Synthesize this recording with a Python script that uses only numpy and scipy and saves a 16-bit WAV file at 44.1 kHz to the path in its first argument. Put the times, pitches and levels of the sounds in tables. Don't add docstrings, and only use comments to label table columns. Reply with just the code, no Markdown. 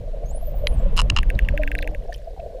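import sys
import numpy as np
from scipy import signal
from scipy.fft import rfft, irfft
from scipy.io import wavfile
from scipy.ndimage import uniform_filter1d

SR = 44100
rng = np.random.default_rng(int(sys.argv[2]) if len(sys.argv) > 2 else 0)


def persist_wave(psi):
    counts = np.round(np.clip(psi, -1, 1) * 32767).astype(np.int16)
    wavfile.write(sys.argv[1], SR, np.atleast_2d(counts).T)


def volts_from_decibels(level):
    exponent = np.asarray(level, float) / 20
    return 10 ** exponent


N = 114660

# (time [s], level [dB])
FLOW = [
    (0, -27.5),
    (.35, -24.5),
    (.62, -22),
    (.8, -15.5),
    (1.5, -17),
    (1.75, -23),
    (2.0, -27),
    (2.2, -33.5),
    (2.6, -36.5),
]


def rms_one(x):
    return x / np.sqrt(np.mean(x ** 2) + 1e-20)


def in_time(rows):
    s, *cols = np.transpose(rows)
    return [np.interp(np.arange(N) / SR, s, c) for c in cols]


def drift(rate):
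    r = np.exp(-2 * np.pi * rate / SR)
    return rms_one(signal.lfilter([1], [1, -2 * r, r * r], rng.standard_normal(N + SR))[SR:])


def ring(clicks, hz, t60):
    r, w = volts_from_decibels(-60 / (t60 * SR)), 2 * np.pi * hz / SR
    return signal.lfilter([0, np.sin(w)], [1, -2 * r * np.cos(w), r * r], clicks + 1e-18)


def strikes(s, gain):
    out = np.zeros(N)
    np.add.at(out, (np.asarray(s) * SR).astype(int), gain)
    return out


def cut(x, hz, kind, order):
    return signal.sosfilt(signal.butter(order, hz, kind, fs=SR, output="sos"), x)


def wash(spectrum, patchy_db, rate):
    hz, db = np.transpose(spectrum)
    f = np.maximum(np.fft.rfftfreq(N + SR, 1 / SR), 1)
    colour = volts_from_decibels(np.interp(np.log(f), np.log(hz), db, left=-90, right=-90))
    noise = rfft(rng.standard_normal(N + SR)) * colour
    place = np.log(f / hz[0]) / np.log(hz[-1] / hz[0]) * 15
    out, together = 0, drift(rate / 4)
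    for k in range(16):
        band = irfft(noise * np.clip(1 - abs(place - k), 0, 1), N + SR)[:N]
        out = out + band * volts_from_decibels(patchy_db * (1.04 * together + drift(rate)))
    return rms_one(out)


def flow():
    # (frequency [Hz], density [dB per Hz])
    rumble_colour = [(12, -7), (20, 2.5), (38, 0.5), (80, -17), (190, -24.5), (250, -34), (420, -40)]
    # (frequency [Hz], density [dB per Hz])
    rush_colour = [(750, 5), (1000, 3.5), (1400, -5.5), (2600, -7.5), (3300, -8.5), (4300, -27),
                   (7000, -44)]
    flow_db, = in_time(FLOW)
    below_top_db = flow_db - flow_db.max()
    rush = volts_from_decibels(-58 + 7.0 + 0.96 * below_top_db) * wash(rush_colour, patchy_db=1, rate=5.8)
    rumble = wash(rumble_colour, patchy_db=1, rate=17.6)
    rumble = rumble / np.sqrt(uniform_filter1d(rumble ** 2, size=5000))
    upper = cut(rumble, 80, "high", order=2)
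    rumble = rumble + upper * (volts_from_decibels(.4 * below_top_db) - 1)
    return volts_from_decibels(flow_db) * rumble + rush


def pocket():
    # (frequency [Hz], density [dB per Hz])
    lapping = [(200, -24), (380, -12), (500, 1), (680, -2), (850, -38.5), (1100, -50), (1300, -97)]
    # (time [s], peak [dB], pitch [Hz])
    plop_list = [(0.077, -29.5, 626), (0.232, -30, 587), (0.346, -31, 604), (0.427, -28.5, 669),
                 (0.48, -26, 593), (0.637, -21.5, 596), (0.859, -23, 557), (0.929, -27, 456),
                 (1.539, -21.5, 576), (1.596, -18.5, 612), (1.8, -35, 610), (1.87, -35.5, 878),
                 (1.89, -35, 762), (1.923, -27.5, 596), (1.951, -28.5, 565), (2.05, -31, 410),
                 (2.094, -26, 702), (2.19, -43, 610), (2.274, -25.5, 668), (2.31, -32.5, 521),
                 (2.33, -33.5, 577), (2.395, -26, 676), (2.428, -27.5, 587), (2.546, -25.5, 517)]
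    # (time [s], pitch [Hz], level [dB])
    big_bubble = [
        (1.53, 310, -50),
        (1.575, 305, -44),
        (1.6, 295, -41),
        (1.64, 275, -42),
        (1.71, 297, -45),
        (1.8, 296, -47),
        (1.84, 295, -51),
        (1.88, 303, -47),
        (1.93, 315, -48),
    ]
    laps_per_s, lap_cycles = 65, 18.3
    sizes = volts_from_decibels(2.8 * np.minimum(rng.exponential(1, N), 2)) * (rng.random(N) < laps_per_s / SR)
    dealt = rng.integers(0, 12, N)
    laps = 0
    for k, hz in enumerate(np.geomspace(440, 760, 12)):
        laps = laps + ring(sizes * (dealt == k), hz, lap_cycles / hz)
    flow_db, = in_time(FLOW)
    fast = np.clip(1 + (flow_db - flow_db.max()) / 6, 0, 1)
    drops = volts_from_decibels(-44.5 - 5 * fast) * rms_one(laps)
    for s, db, hz in plop_list:
        pushes = strikes(s + (np.arange(4) - 2) / hz, volts_from_decibels(db - 8) * np.ones(4))
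        drops = drops + ring(pushes, hz, 0.074 * volts_from_decibels(.6 * (db + 24)))
    drops = cut(cut(drops, 474, "high", order=2), 860, "low", order=4)
    hz, db = in_time([(1.45, 300, -91), *big_bubble, (2.0, 315, -90)])
    phase = 2 * np.pi * np.cumsum(hz * (1 + .006 * drift(25))) / SR
    bubble = volts_from_decibels(db + 6 + drift(29)) * np.sin(phase)
    return drops + volts_from_decibels(-41.5) * wash(lapping, patchy_db=4.0, rate=35.3) + bubble


def shell():
    knock_s = [.9622, .9666, .9719, .9772, .9831, .9903, .9966, 1.0039, 1.0162, 1.0998, 1.1205, 1.1640,
               1.1720, 1.1810, 1.1869]
    # (peak [dB], brightness [dB per octave], hold [s], top [Hz], low modes [dB])
    knocks = [(-36, -6, .002, 3000, 0), (-23, 5, .001, 18000, -3), (-18, 5, .0015, 11000, -1),
              (-14, 4, .002, 9500, 1), (-15.5, 3, .0018, 10000, 0), (-11, 1, .0038, 8000, 2),
              (-11, 1, .0035, 9500, 1), (-14, 5, .002, 9500, 0), (-17, 7, .0015, 10000, -1),
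              (-5, 1, .0025, 8000, -6), (-33, -6, .002, 2500, 3), (-8, -1, .003, 7500, -1),
              (-13, 1, .004, 7000, -3), (-32, -2, .002, 9000, -3), (-12, -3, .0035, 7500, -3)]
    # (frequency [Hz], level [dB], t60 [s])
    shell_modes = [(968, -2, 0.006), (1122, -0.5, 0.014), (1330, -6, 0.012), (1810, -11.5, 0.01),
                   (2320, -16, 0.01), (2838, 4, 0.0079), (3040, -5, 0.012), (4090, -8.5, 0.012),
                   (5090, -5.5, 0.003), (6740, -8.5, 0.0018), (9200, -12, 0.0025)]
    # (frequency [Hz], level [dB], t60 [s])
    tap_modes = [(1050, -9, 0.0062), (1520, -16.5, 0.014), (2025, -0.5, 0.012), (2440, 2.5, 0.0066),
                 (3170, 0.5, 0.011), (4030, -5, 0.019), (4730, -6.5, 0.0094), (6230, -13.5, 0.0058),
                 (7300, -19.5, .005)]
    tap_s, tap_db = .6704, -12.5
    crack_s, rebound_s, rebound_db = .001, .0023, -5
    out = np.zeros(N)
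    for k, (hz, db, t60) in enumerate(tap_modes):
        out += (-1) ** k * ring(strikes([tap_s], volts_from_decibels(tap_db + db)), hz, t60)
    t = np.arange(900) / SR
    hz, mode_db, t60 = np.transpose(shell_modes)[:, :, None]
    chance = rng.random((len(knocks), 3, len(shell_modes), 1))
    noise = rng.standard_normal((len(knocks), 900))
    for s, (db, tilt_db, hold, top_hz, low_db), (a, b, c), n in zip(knock_s, knocks, chance, noise):
        held = hold * np.minimum(3000 / hz, 1) ** 1.2
        level_db = mode_db - 7.5 + low_db * (hz < 1500) + 0.96 * (a - .5)
        level_db = level_db + tilt_db * np.log2(np.maximum(hz / 2800, 1))
        sag_db = 4 * np.minimum(t / held, 1)
        fall_db = 60 * np.maximum(t - held, 0) / np.minimum(t60, .008)
        tones = np.sin(2 * np.pi * (hz * (1 + .055 * (b - .5)) * t + c))
        modes = (volts_from_decibels(level_db - sag_db - fall_db) * tones).sum(axis=0)
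        rebound = (hold > rebound_s) * (t > rebound_s) * np.exp(-(t - rebound_s) / crack_s)
        crack = np.exp(-t / crack_s) + volts_from_decibels(rebound_db) * rebound
        rough = np.tanh(2 * cut(n, [3500, max(top_hz, 5000)], "band", order=2))
        bright = volts_from_decibels(-10 + tilt_db) * crack * rough
        body = cut((modes + bright) * np.minimum(t / 0.000087, 1), top_hz, "low", order=3)
        air = volts_from_decibels(-36 + 2 * tilt_db) * crack * cut(n, 10000, "high", order=2)
        out[int(s * SR):][:900] += volts_from_decibels(db) * (body + air)
    return cut(out, 750, "high", order=4)


def sonar():
    # (time [s], peak [dB], snap [dB])
    click_list = [(1.23, -23, 6), (1.3009, -17, 4.5), (1.39, -13, 1.5), (1.4863, -13.5, 0),
                  (1.5754, -16.5, 0), (1.6333, -16, -0.5), (1.6753, -16.5, 0), (1.7155, -16.5, 3.5),
                  (1.7508, -17, 2.5), (1.7874, -18, 4), (1.8264, -20.5, 6), (1.8743, -21.5, 7),
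                  (1.9471, -27.5, 4.5)]
    # (frequency [Hz], level [dB], t60 [s])
    answer = [(1583, -6, 0.023), (1850, 3.5, 0.0067), (2300, 2.5, 0.0054), (2680, -5.5, 0.013),
              (3550, -25, 0.015)]
    # (frequency [Hz], level [dB], t60 [s])
    snap = [(4400, -34, 0.0033), (5530, -31.5, 0.0039), (6800, -28, 0.0041), (8870, -26.5, .003),
            (9870, -25.5, 0.0044), (11640, -27.5, 0.0054), (13000, -30, .003), (14100, -26, .003),
            (15650, -27, .003)]
    snap_s, tail_s = .0005, 0.032
    s, db, snap_db = np.transpose(click_list)
    vary = rng.standard_normal((len(s), len(answer)))
    out = np.zeros(N)
    for k, (hz, level_db, t60) in enumerate(answer):
        hits = strikes(s + 0.00049, volts_from_decibels(db + 2 + level_db + 1.13 * vary[:, k]))
        out += (-1) ** k * ring(hits, hz, t60)
    t = np.arange(300) / SR
    hz, level_db, t60 = np.transpose(snap)[:, :, None]
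    chance = rng.random((len(s), 3, len(snap), 1))
    for start, top_db, (a, b, c) in zip(s + 0.0005, db + snap_db, chance):
        fall_db = 60 * np.maximum(t - snap_s * (.5 + a), 0) / t60
        gain = volts_from_decibels(top_db + level_db + 2.3 * (a - 1.0) - fall_db) * np.minimum(t / snap_s * 2, 1)
        tones = np.sin(2 * np.pi * (hz * (1 + .1 * (b - .5)) * t + c))
        out[int(start * SR):][:300] += (gain * tones).sum(axis=0)
    echoes = strikes(s + 0.0076, volts_from_decibels(db - 31.5))
    fade = signal.lfilter([1], [1, -volts_from_decibels(-60 / (tail_s * SR))], echoes)
    tail = fade * rms_one(cut(rng.standard_normal(N), [1600, 3400], "band", order=2))
    return cut(out + tail, 1560, "high", order=5)


def whistle():
    # (time [s], pitch [Hz], level [dB])
    rising = [(.257, 6270, -55), (.28, 6580, -62), (.3, 6680, -49.5), (.325, 8000, -61), (.36, 9600, -48),
              (.41, 11360, -65), (.437, 12250, -55), (.452, 13700, -59.5), (.472, 13850, -49)]
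    falling = [(.528, 15000, -63), (.54, 15150, -80), (.552, 15150, -58), (.582, 14700, -55),
               (0.61, 13700, -63), (0.653, 12700, -68), (.68, 10920, -47.5), (0.704, 10170, -62),
               (.745, 9150, -54)]
    ending = [(.77, 7900, -74), (.782, 7700, -64), (.802, 7400, -65), (.812, 7800, -70), (.832, 7650, -70)]
    rows = [*rising, *falling, *ending]
    before = (rows[0][0] - .004, rows[0][1], -120)
    after = (rows[-1][0] + .004, rows[-1][1], -120)
    hz, db = in_time([before, *rows, after])
    phase = 2 * np.pi * np.cumsum(hz * (1 + .005 * drift(154))) / SR
    overtone = volts_from_decibels(-12) * np.clip((15000 - 2 * hz) / 800, 0, 1) * np.sin(2 * phase)
    return volts_from_decibels(db + 4 + 3 * drift(94)) * (np.sin(phase) + overtone)


def haze():
    start_s, end_s, level_db, centre_hz = .58, .86, -72.5, 14100
    db, = in_time([(start_s - .1, -120), (start_s, level_db), (end_s, level_db), (end_s + .05, -120)])
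    band = cut(rng.standard_normal(N), [centre_hz - 400, centre_hz + 500], "band", order=3)
    return volts_from_decibels(db + 3.5 * drift(60)) * rms_one(band)


def specks(rate, centre, wide, db, low_hz, high_hz):
    rate = rate * np.exp(-.5 * ((np.arange(N) / SR - centre) / wide) ** 2)
    sizes = volts_from_decibels(db + 4 * np.minimum(rng.exponential(1, N), 3)) * (rng.random(N) < rate / SR)
    dealt = rng.integers(0, 10, N)
    out = 0
    for k, hz in enumerate(np.geomspace(low_hz, high_hz, 10)):
        out = out + ring(sizes * (dealt == k), hz, 38 / hz)
    return out


def fizz():
    # (time [s], peak [dB], pitch [Hz])
    bubbles = [(.926, -55, 9600), (1.055, -49, 13500), (1.147, -53, 5470), (1.2, -33, 2800),
               (1.205, -41, 2900), (1.351, -40.5, 3800), (1.422, -45, 2820), (1.448, -34, 2780),
               (1.458, -43, 2660), (1.617, -35, 2500), (1.622, -34, 1850), (1.773, -55, 9000),
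               (1.782, -30.5, 3970), (1.811, -35, 4230), (1.823, -26.5, 3620), (1.844, -32, 2600),
               (1.916, -53, 12500), (2.04, -59, 9500), (2.105, -55, 10900), (2.104, -58, 9500),
               (2.112, -53, 6300), (2.124, -28, 1780), (2.124, -59, 9500), (2.129, -32.5, 4400),
               (2.13, -51, 9400), (2.136, -56, 11100), (2.141, -30.5, 5270), (2.142, -48, 11200),
               (2.141, -52, 13300), (2.141, -37.5, 2990), (2.145, -31, 3170), (2.146, -54, 9500),
               (2.151, -50, 5400), (2.159, -47, 9600), (2.16, -49, 11300), (2.16, -51, 13400),
               (2.159, -55, 6000), (2.16, -49, 1980), (2.166, -52, 11200), (2.171, -50, 2600),
               (2.171, -53, 14800), (2.179, -50, 6800), (2.186, -53, 3600), (2.398, -38.5, 2580)]
    ring_cycles, burst_s = 38, .002
    out, t = np.zeros(N), np.arange(400) / SR
    noise = rng.standard_normal((len(bubbles), 400)) * np.exp(-t / burst_s)
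    for (s, db, hz), n in zip(bubbles, noise):
        burst = strikes(s + t, n)
        tone = ring(burst, hz, ring_cycles / hz)
        snap = volts_from_decibels(-21) * cut(burst, hz, "high", order=2)
        out += volts_from_decibels(db) * (tone / abs(tone).max() + snap)
    swarm = specks(220, 1.65, .45, -62, 1700, 5560)
    crackle = specks(500, 2.145, .03, -62, 2450, 14600)
    return cut(out, 1460, "high", order=4) + swarm + crackle


def sea():
    # (frequency [Hz], density [dB per Hz])
    hiss = [(900, -51), (1500, 3), (2600, -4), (4200, -1), (5000, -6.5), (13000, -15), (15300, -14),
            (15600, -55)]
    return volts_from_decibels(-63.5) * wash(hiss, patchy_db=0.5, rate=43)


def scene():
    return (flow() + pocket() + shell() + sonar() + whistle() + haze() + fizz() + sea())[None]


def roll_off(x):
    return signal.sosfilt(signal.butter(12, 16510, fs=SR, output="sos"), x)


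def record(dry):
    mix = cut(dry, 15400, "low", order=12)
    return roll_off(mix)


dry = scene()
out = record(dry)
persist_wave(out)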